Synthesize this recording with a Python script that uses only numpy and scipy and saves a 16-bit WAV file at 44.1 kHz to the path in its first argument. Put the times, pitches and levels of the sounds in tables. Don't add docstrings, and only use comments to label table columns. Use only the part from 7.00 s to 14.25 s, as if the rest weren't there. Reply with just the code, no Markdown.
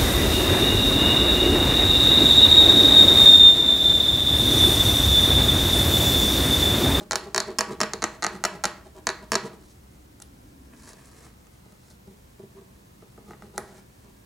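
import sys
import numpy as np
from scipy import signal
from scipy.fft import rfft, irfft
from scipy.io import wavfile

SR = 44100
rng = np.random.default_rng(int(sys.argv[2]) if len(sys.argv) > 2 else 0)


def materialize(psi):
    bounded = np.clip(np.atleast_2d(psi).T, -1, 1)
    quanta = np.round(bounded * 32767).astype(np.int16)
    wavfile.write(sys.argv[1], SR, quanta)


N = 319725
T = np.arange(N) / SR

# (frequency [Hz], relative level [dB], t60 [s])
BENCH_MODES = [(129, -22.5, 0.033), (201.4, -20.5, 0.095), (366, -14.5, 0.021), (388.4, -11, 0.083),
               (462, -17, 0.057), (500, -27.5, 0.1), (601.5, -17, 0.072), (670.5, -16.5, 0.041),
               (785, -12.5, 0.019), (816, -16, 0.055), (968, -27.5, 0.21), (1070, -29, 0.012),
               (1135, -37, 0.54), (1224, -16.5, 0.021), (1484, -31, 0.037)]
MODE_SCATTER_DB = 3


def from_db(db):
    return 10 ** (np.asarray(db) / 20)


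def rms_one(x):
    return x / np.sqrt(np.mean(x ** 2) + 1e-20)


def at_hz(points, hz):
    f, value = np.transpose(points)
    return np.interp(np.log(np.maximum(hz, 1)), np.log(f), value)


def band(x, low_hz, high_hz, order=2):
    sos = signal.butter(order, [low_hz, min(high_hz, .45 * SR)], "band", fs=SR, output="sos")
    return signal.sosfilt(sos, x + 1e-18)


def coloured(x, spectrum):
    size = x.shape[-1]
    gain = from_db(at_hz(spectrum, np.fft.rfftfreq(size, 1 / SR)))
    return irfft(rfft(x) * gain, size)


def stereo_noise(size, width):
    mid, side = rng.standard_normal((2, size))
    return mid + coloured(side, width) * np.array([[1], [-1]])


def drift(rate):
    step = 40
    r = np.exp(-2 * np.pi * step * rate / SR)
    noise = rng.standard_normal(N // step + 2002)
    slow = signal.lfilter([1], [1, -2 * r, r * r], noise)[2000:]
    return np.interp(np.arange(N) / step, np.arange(len(slow)), rms_one(slow))


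def ring(force, modes):
    out = 0
    for k, (hz, db, t60) in enumerate(modes):
        r = from_db(-60 / (t60 * SR))
        w = 2 * np.pi * hz / SR
        resonator = [0, from_db(db) * np.sin(w)], [1, -2 * r * np.cos(w), r * r]
        out = out + (-1) ** k * signal.lfilter(*resonator, force + 1e-18)
    return out


def pulse(force, low_hz, high_hz):
    height = np.abs(band(signal.unit_impulse(512), low_hz, high_hz)).max()
    return band(force, low_hz, high_hz) / height


def clicks(times, db):
    out = np.zeros(N)
    np.add.at(out, np.round(times * SR).astype(int), from_db(db))
    return out


def grains(per_s, spread_db):
    sizes = from_db(spread_db * np.minimum(rng.exponential(1, N), 4)) * rng.choice([-1, 1], N)
    return rms_one(sizes * (rng.random(N) < per_s / SR))


def struck(times, db, modes):
    chance = MODE_SCATTER_DB * rng.standard_normal((len(times), len(modes)))
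    out = 0
    for k, mode in enumerate(modes):
        out = out + (-1) ** k * ring(clicks(times, db + chance[:, k]), [mode])
    return out


def cracks(times, db, modes):
    grip_detune = 0.02
    out, t = np.zeros(N), T[:512]
    hz, mode_db, t60 = np.transpose(modes)[:, :, None]
    signs = (-1) ** np.arange(len(modes))[:, None]
    chances = rng.standard_normal((len(times), 2, len(modes), 1))
    for s, level, (shift, strength) in zip(times, db, chances):
        gains = from_db(level + mode_db + MODE_SCATTER_DB * strength) * signs
        tones = np.sin(2 * np.pi * hz * (1 + grip_detune * shift) * t)
        rings = gains * tones * np.exp(-np.log(1000) * t / t60)
        start = round(s * SR)
        out[start:start + len(t)] += rings.sum(axis=0)
    return out


def snaps(events, body, tick_db, crack_db, knock_db, thud_db, bench_db):
    # (frequency [Hz], relative level [dB], t60 [s])
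    blade_modes = [(1294, -15, 0.011), (1730, -57, 0.004), (1914, -18.5, 0.063)]
    s, tick_level, knock_level = np.transpose(events)
    later = s + 0.0002
    tick, knock = clicks(s, tick_level), clicks(later, knock_level)
    bright = from_db(tick_db) * pulse(tick, low_hz=5460, high_hz=7240)
    bright = bright + from_db(crack_db) * cracks(s, tick_level, body)
    recoil = from_db(knock_db) * pulse(knock, low_hz=794, high_hz=2060)
    recoil = recoil - from_db(thud_db) * pulse(knock, low_hz=338, high_hz=1010)
    ringing = struck(later, knock_level, BENCH_MODES) + struck(later, knock_level, blade_modes)
    return bright + recoil + from_db(bench_db) * ringing


def file_slips():
    # (time [s], relative tick level [dB], relative knock level [dB])
    slips = [(0.1104, -14.5, -16.5), (0.1197, -14, -23.5), (0.1318, -18.5, -16.0), (0.1567, -10.5, -16.5),
             (0.3462, -12.0, -17.0), (0.3619, -16, -17.5), (0.3791, -10.5, -12.5), (0.4027, -13.5, -19.5),
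             (0.586, -11.5, -19.5), (0.5897, -11.5, -15.5), (0.6082, -11.5, -13), (0.6135, -32, -25.0),
             (0.8041, -15.5, -15.5), (0.8137, -13.0, -12.5), (0.8187, -24, -33), (0.833, -17.5, -15.5),
             (0.9351, -16.5, -22), (1.0218, -23.0, -22.5), (1.0263, -20, -19), (1.0405, -10, -13),
             (1.224, -23, -24), (1.2298, -21.5, -19.5), (1.2404, -17, -21.5), (1.246, -16.0, -13.5),
             (1.2657, -15.0, -16.5), (1.4392, -13.5, -14.5), (1.4507, -14, -13.5), (1.4537, -14, -18),
             (1.6387, -15.5, -18.5), (1.6424, -15.5, -14), (1.6541, -10, -14.5), (2.0697, -12, -14.0),
             (2.0738, -25, -20.5), (2.0906, -17.0, -16.5), (2.1016, -25, -26), (2.3191, -13.5, -13),
             (2.327, -22.0, -35), (2.333, -21, -17), (2.3417, -20, -20), (2.354, -10.5, -12.5),
             (2.357, -18.5, -20.0)]
    # (frequency [Hz], relative level [dB], t60 [s])
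    crack_modes = [(3130, -12.5, 0.001), (4410, -11.5, 0.0049), (5540, -5, 0.0055), (7020, -9.5, 0.0022),
                   (9500, -17.5, 0.0021), (13100, -28, 0.00042)]
    return snaps(slips, crack_modes, tick_db=7.0, crack_db=8.5, knock_db=2.5, thud_db=-9.5, bench_db=-1.5)


def rubbing():
    # (middle [s], length [s], relative drag level [dB], relative grit level [dB])
    rubs = [(0.013, 0.054, -44.5, -50), (0.257, 0.06, -39.5, -49.5), (0.496, 0.059, -38, -46),
            (0.714, 0.059, -34, -43), (1.145, 0.037, -48, -52), (1.348, 0.049, -34, -46),
            (1.549, 0.04, -43.5, -51.5), (1.864, 0.028, -51, -53.5), (1.975, 0.042, -49.5, -52.5),
            (2.235, 0.03, -47, -54), (2.458, 0.046, -36.5, -46), (2.537, 0.02, -45.5, -52),
            (5.096, 0.054, -51, -66), (5.579, 0.039, -49.5, -61), (6.303, 0.065, -47, -58),
            (6.443, 0.064, -43, -61.5), (6.568, 0.049, -43, -55.5), (6.698, 0.19, -54.5, -60.5),
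            (7.079, 0.067, -60, -65.5)]
    fade_s = 0.024
    drag, grit = np.zeros((2, N))
    for middle, length, drag_db, grit_db in rubs:
        stroke = np.clip((length / 2 - np.abs(T - middle)) / fade_s + .5, 0, 1)
        drag += from_db(drag_db) * stroke
        grit += from_db(grit_db) * stroke
    teeth = grains(per_s=600, spread_db=3.5)
    fluttering = teeth * from_db(1.8 * drift(46.0))
    single_teeth = grains(per_s=300, spread_db=-1.0)
    bench = ring(teeth, BENCH_MODES)
    drum = drag * rms_one(band(bench, low_hz=129, high_hz=370))
    rasp = from_db(3.5) * grit * rms_one(band(bench, low_hz=516, high_hz=1030))
    crunch = from_db(-7.5) * grit * rms_one(band(fluttering, low_hz=606, high_hz=1850))
    catches = from_db(-8.0) * grit * rms_one(band(single_teeth, low_hz=3130, high_hz=8900))
    return drum + rasp + crunch + catches


def tie_taps():
    # (time [s], relative tick level [dB], relative knock level [dB])
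    taps = [(3.2014, -44, -48.5), (3.2196, -41, -48), (3.2224, -36, -55), (3.8915, -41.5, -45),
            (3.9327, -45, -47), (4.0571, -51, -66), (4.2666, -55, -48), (4.469, -54, -54),
            (4.7225, -58, -57), (4.9034, -52, -58), (6.3085, -56.5, -38), (6.334, -65, -41),
            (6.4225, -57, -38.5), (6.5792, -25.5, -22)]
    # (frequency [Hz], relative level [dB], t60 [s])
    tie_modes = [(2730, -13.5, 0.0021), (6330, -1, 0.0019), (7900, -5, 0.0024), (10150, -7, 0.0034)]
    return snaps(taps, tie_modes, tick_db=-6.5, crack_db=12.0, knock_db=2.0, thud_db=-1.0, bench_db=2.0)


def bumps():
    # (time [s], relative level [dB], contact cut-off [Hz])
    contacts = [(0.817, -21, 350), (0.937, -21.5, 400), (4.658, -44, 614), (4.724, -48, 700),
                (5.074, -33.5, 292), (5.394, -31.5, 376), (5.432, -28.5, 245), (5.612, -38, 340),
                (6.023, -40.5, 905), (6.178, -37.5, 915), (6.424, -43, 700), (6.583, -37.5, 1100)]
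    edge_tick_db = -47
    force, t = np.zeros(N), T[:512]
    for s, db, hz in contacts:
        push = t * np.exp(-2 * np.pi * hz * t)
        start = int(s * SR)
        force[start:start + len(t)] += from_db(db) * push / push.sum()
    edge = pulse(clicks(np.array(contacts)[:, 0], edge_tick_db), low_hz=1890, high_hz=8500)
    thump = from_db(11.0) * ring(force, BENCH_MODES)
    return thump + from_db(14.5) * pulse(force, low_hz=603, high_hz=5020) + edge


def sliding():
    # (time of fastest motion [s], rub level [dB], hiss level [dB], swell [dB per s])
    slides = [(2.71, -72, -60.5, 77), (3.735, -56.5, -68, 250), (3.89, -52.5, -51, 86),
              (3.98, -57.5, -60.5, 60), (4.255, -56.5, -57, 20), (4.91, -62.5, -59.5, 95),
              (6.792, -60, -60.5, 36)]
    # (frequency [Hz], relative level [dB])
    friction_colour = [(300, 8), (900, 1.5), (1800, 3), (3000, -2), (4800, 0.5), (7000, 0.5), (10000, -4),
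                       (15000, -24)]
    stop_db_per_s, resting_hand_db = 210, -70
    s, rub_db, hiss_db, swell = np.transpose(slides)[:, :, None]
    shape_db = -np.maximum(swell * (s - T), stop_db_per_s * (T - s))
    rub = from_db(np.maximum(np.max(rub_db + shape_db, axis=0), resting_hand_db))
    hiss = from_db(np.maximum(np.max(hiss_db + shape_db, axis=0), resting_hand_db))
    friction = coloured(grains(per_s=1300, spread_db=2.0), friction_colour)
    dull = rms_one(band(friction, low_hz=300, high_hz=2580))
    bright = rms_one(band(friction, low_hz=3700, high_hz=13000))
    flutter = from_db(1.34 * drift(26.4))
    return flutter * (rub * dull + hiss * bright)


def reflections(x, colour, t60_table, delay_s):
    # (frequency [Hz], side minus mid [dB])
    tail_width = [(150, -21.5), (400, -22.5), (1000, -11.5), (2400, -9), (6000, -5), (15000, -8.5)]
    echo_grain_db = 0.5
    t = T[:SR * 3 // 4]
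    white, tail = stereo_noise(len(t), tail_width), 0
    grain = from_db(echo_grain_db * rng.standard_normal(len(t) // 64 + 1))
    white = white * grain[np.arange(len(t)) // 64]
    edges = 90 * 2 ** np.arange(0, 8, .5)
    f = np.fft.rfftfreq(len(t), 1 / SR)
    spectrum = rfft(white) * from_db(at_hz(colour, f))
    for low, high in zip(edges, edges[1:]):
        hz = np.sqrt(low * high)
        decay = np.log(1000) / at_hz(t60_table, hz)
        dying = irfft(spectrum * ((f >= low) & (f < high)), len(t)) * np.exp(-decay * t)
        share = np.sqrt(2 * (high - low) / SR / len(t))
        tail = tail + from_db(at_hz(colour, hz)) * rms_one(dying) * share
    tail = np.pad(tail, ((0, 0), (int(delay_s * SR), 0)))
    return signal.fftconvolve(x[None], tail, axes=1)[:, :N]


def near_scatter(x):
    # (frequency [Hz], relative level [dB])
    scatter_colour = [(150, -2.5), (900, -3.5), (2000, -6), (3500, 2), (6000, -9), (15000, -2.5)]
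    scatter_t60 = [(500, 0.051), (8000, 0.013)]   # (frequency [Hz], t60 [s])
    turn = 2 * np.pi * 0.597 * T
    out = 0
    for share in (np.cos(turn), np.sin(turn)):
        out = out + share * reflections(x, scatter_colour, scatter_t60, delay_s=0.001122)
    return out


def room_tail(x):
    # (frequency [Hz], relative level [dB])
    room_colour = [(150, -4.5), (500, -8), (1200, -7), (2200, -5), (3100, -1), (4100, -6), (6000, -18),
                   (15000, -5.5)]
    # (frequency [Hz], t60 [s])
    room_t60 = [(150, 0.5), (400, 0.65), (1040, 0.42), (2760, 0.4), (7280, 0.36), (15000, 0.075)]
    return reflections(x, room_colour, room_t60, delay_s=.008)


def room_air():
    # (frequency [Hz], relative level [dB])
    air_colour = [(15, -56), (25, -20), (48, -5.5), (70, -0.5), (92, -9), (123, -2.5), (166, -11.5),
                  (195, -3), (223, -12.5), (263, -13.5), (695, -26), (1070, -26.5), (1160, -31.5),
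                  (16000, -36)]
    # (frequency [Hz], side minus mid [dB])
    air_width = [(60, -22.5), (150, -14.5), (380, 1), (950, 7.5), (2400, 3), (6000, -3), (15000, -19)]
    return from_db(-52.5) * rms_one(coloured(stereo_noise(N, air_width), air_colour))


def low_hum():
    # (time [s], level [dB])
    hum_levels = [(0, -55), (3.7, -55), (4.6, -60.5), (7.25, -78)]
    tone = np.sin(2 * np.pi * 65.0 * T + 1.44 * drift(6.7))
    return from_db(np.interp(T, *np.transpose(hum_levels))) * tone * (1 + 0.075 * drift(16))


def faint_drone():
    # (time [s], frequency [Hz], relative level [dB])
    drone_path = [(0, 299.6, -55), (2.701, 300.5, -61), (3.301, 282.8, -58.5), (3.8, 250.6, -53.5),
                  (4.402, 236.7, -72), (7.25, 230.6, -65)]
    s, hz, db = np.transpose(drone_path)
    phase = 2 * np.pi * np.cumsum(np.interp(T, s, hz)) / SR
    return from_db(np.interp(T, s, db)) * (drift(31.0) * np.sin(phase) + drift(99) * np.cos(phase))


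def scene():
    # (frequency [Hz], up on the left and down on the right [dB])
    lean = [(200, 0), (1200, -.5), (2500, 0), (6000, -1.5), (9000, 2.5), (14000, -1)]
    filing = file_slips() + rubbing()
    handling = tie_taps() + bumps() + sliding()
    work = filing + handling
    left, right = work + near_scatter(work) + room_tail(work)
    opposite = [(hz, -db) for hz, db in lean]
    foreground = np.array([coloured(left, lean), coloured(right, opposite)])
    return foreground + room_air() + low_hum() + faint_drone()


def record(dry):
    top_cut = signal.cheby2(14, 60, 16900, fs=SR, output="sos")
    return signal.sosfilt(top_cut, np.tanh(dry))


dry = scene()
out = record(dry)
materialize(out)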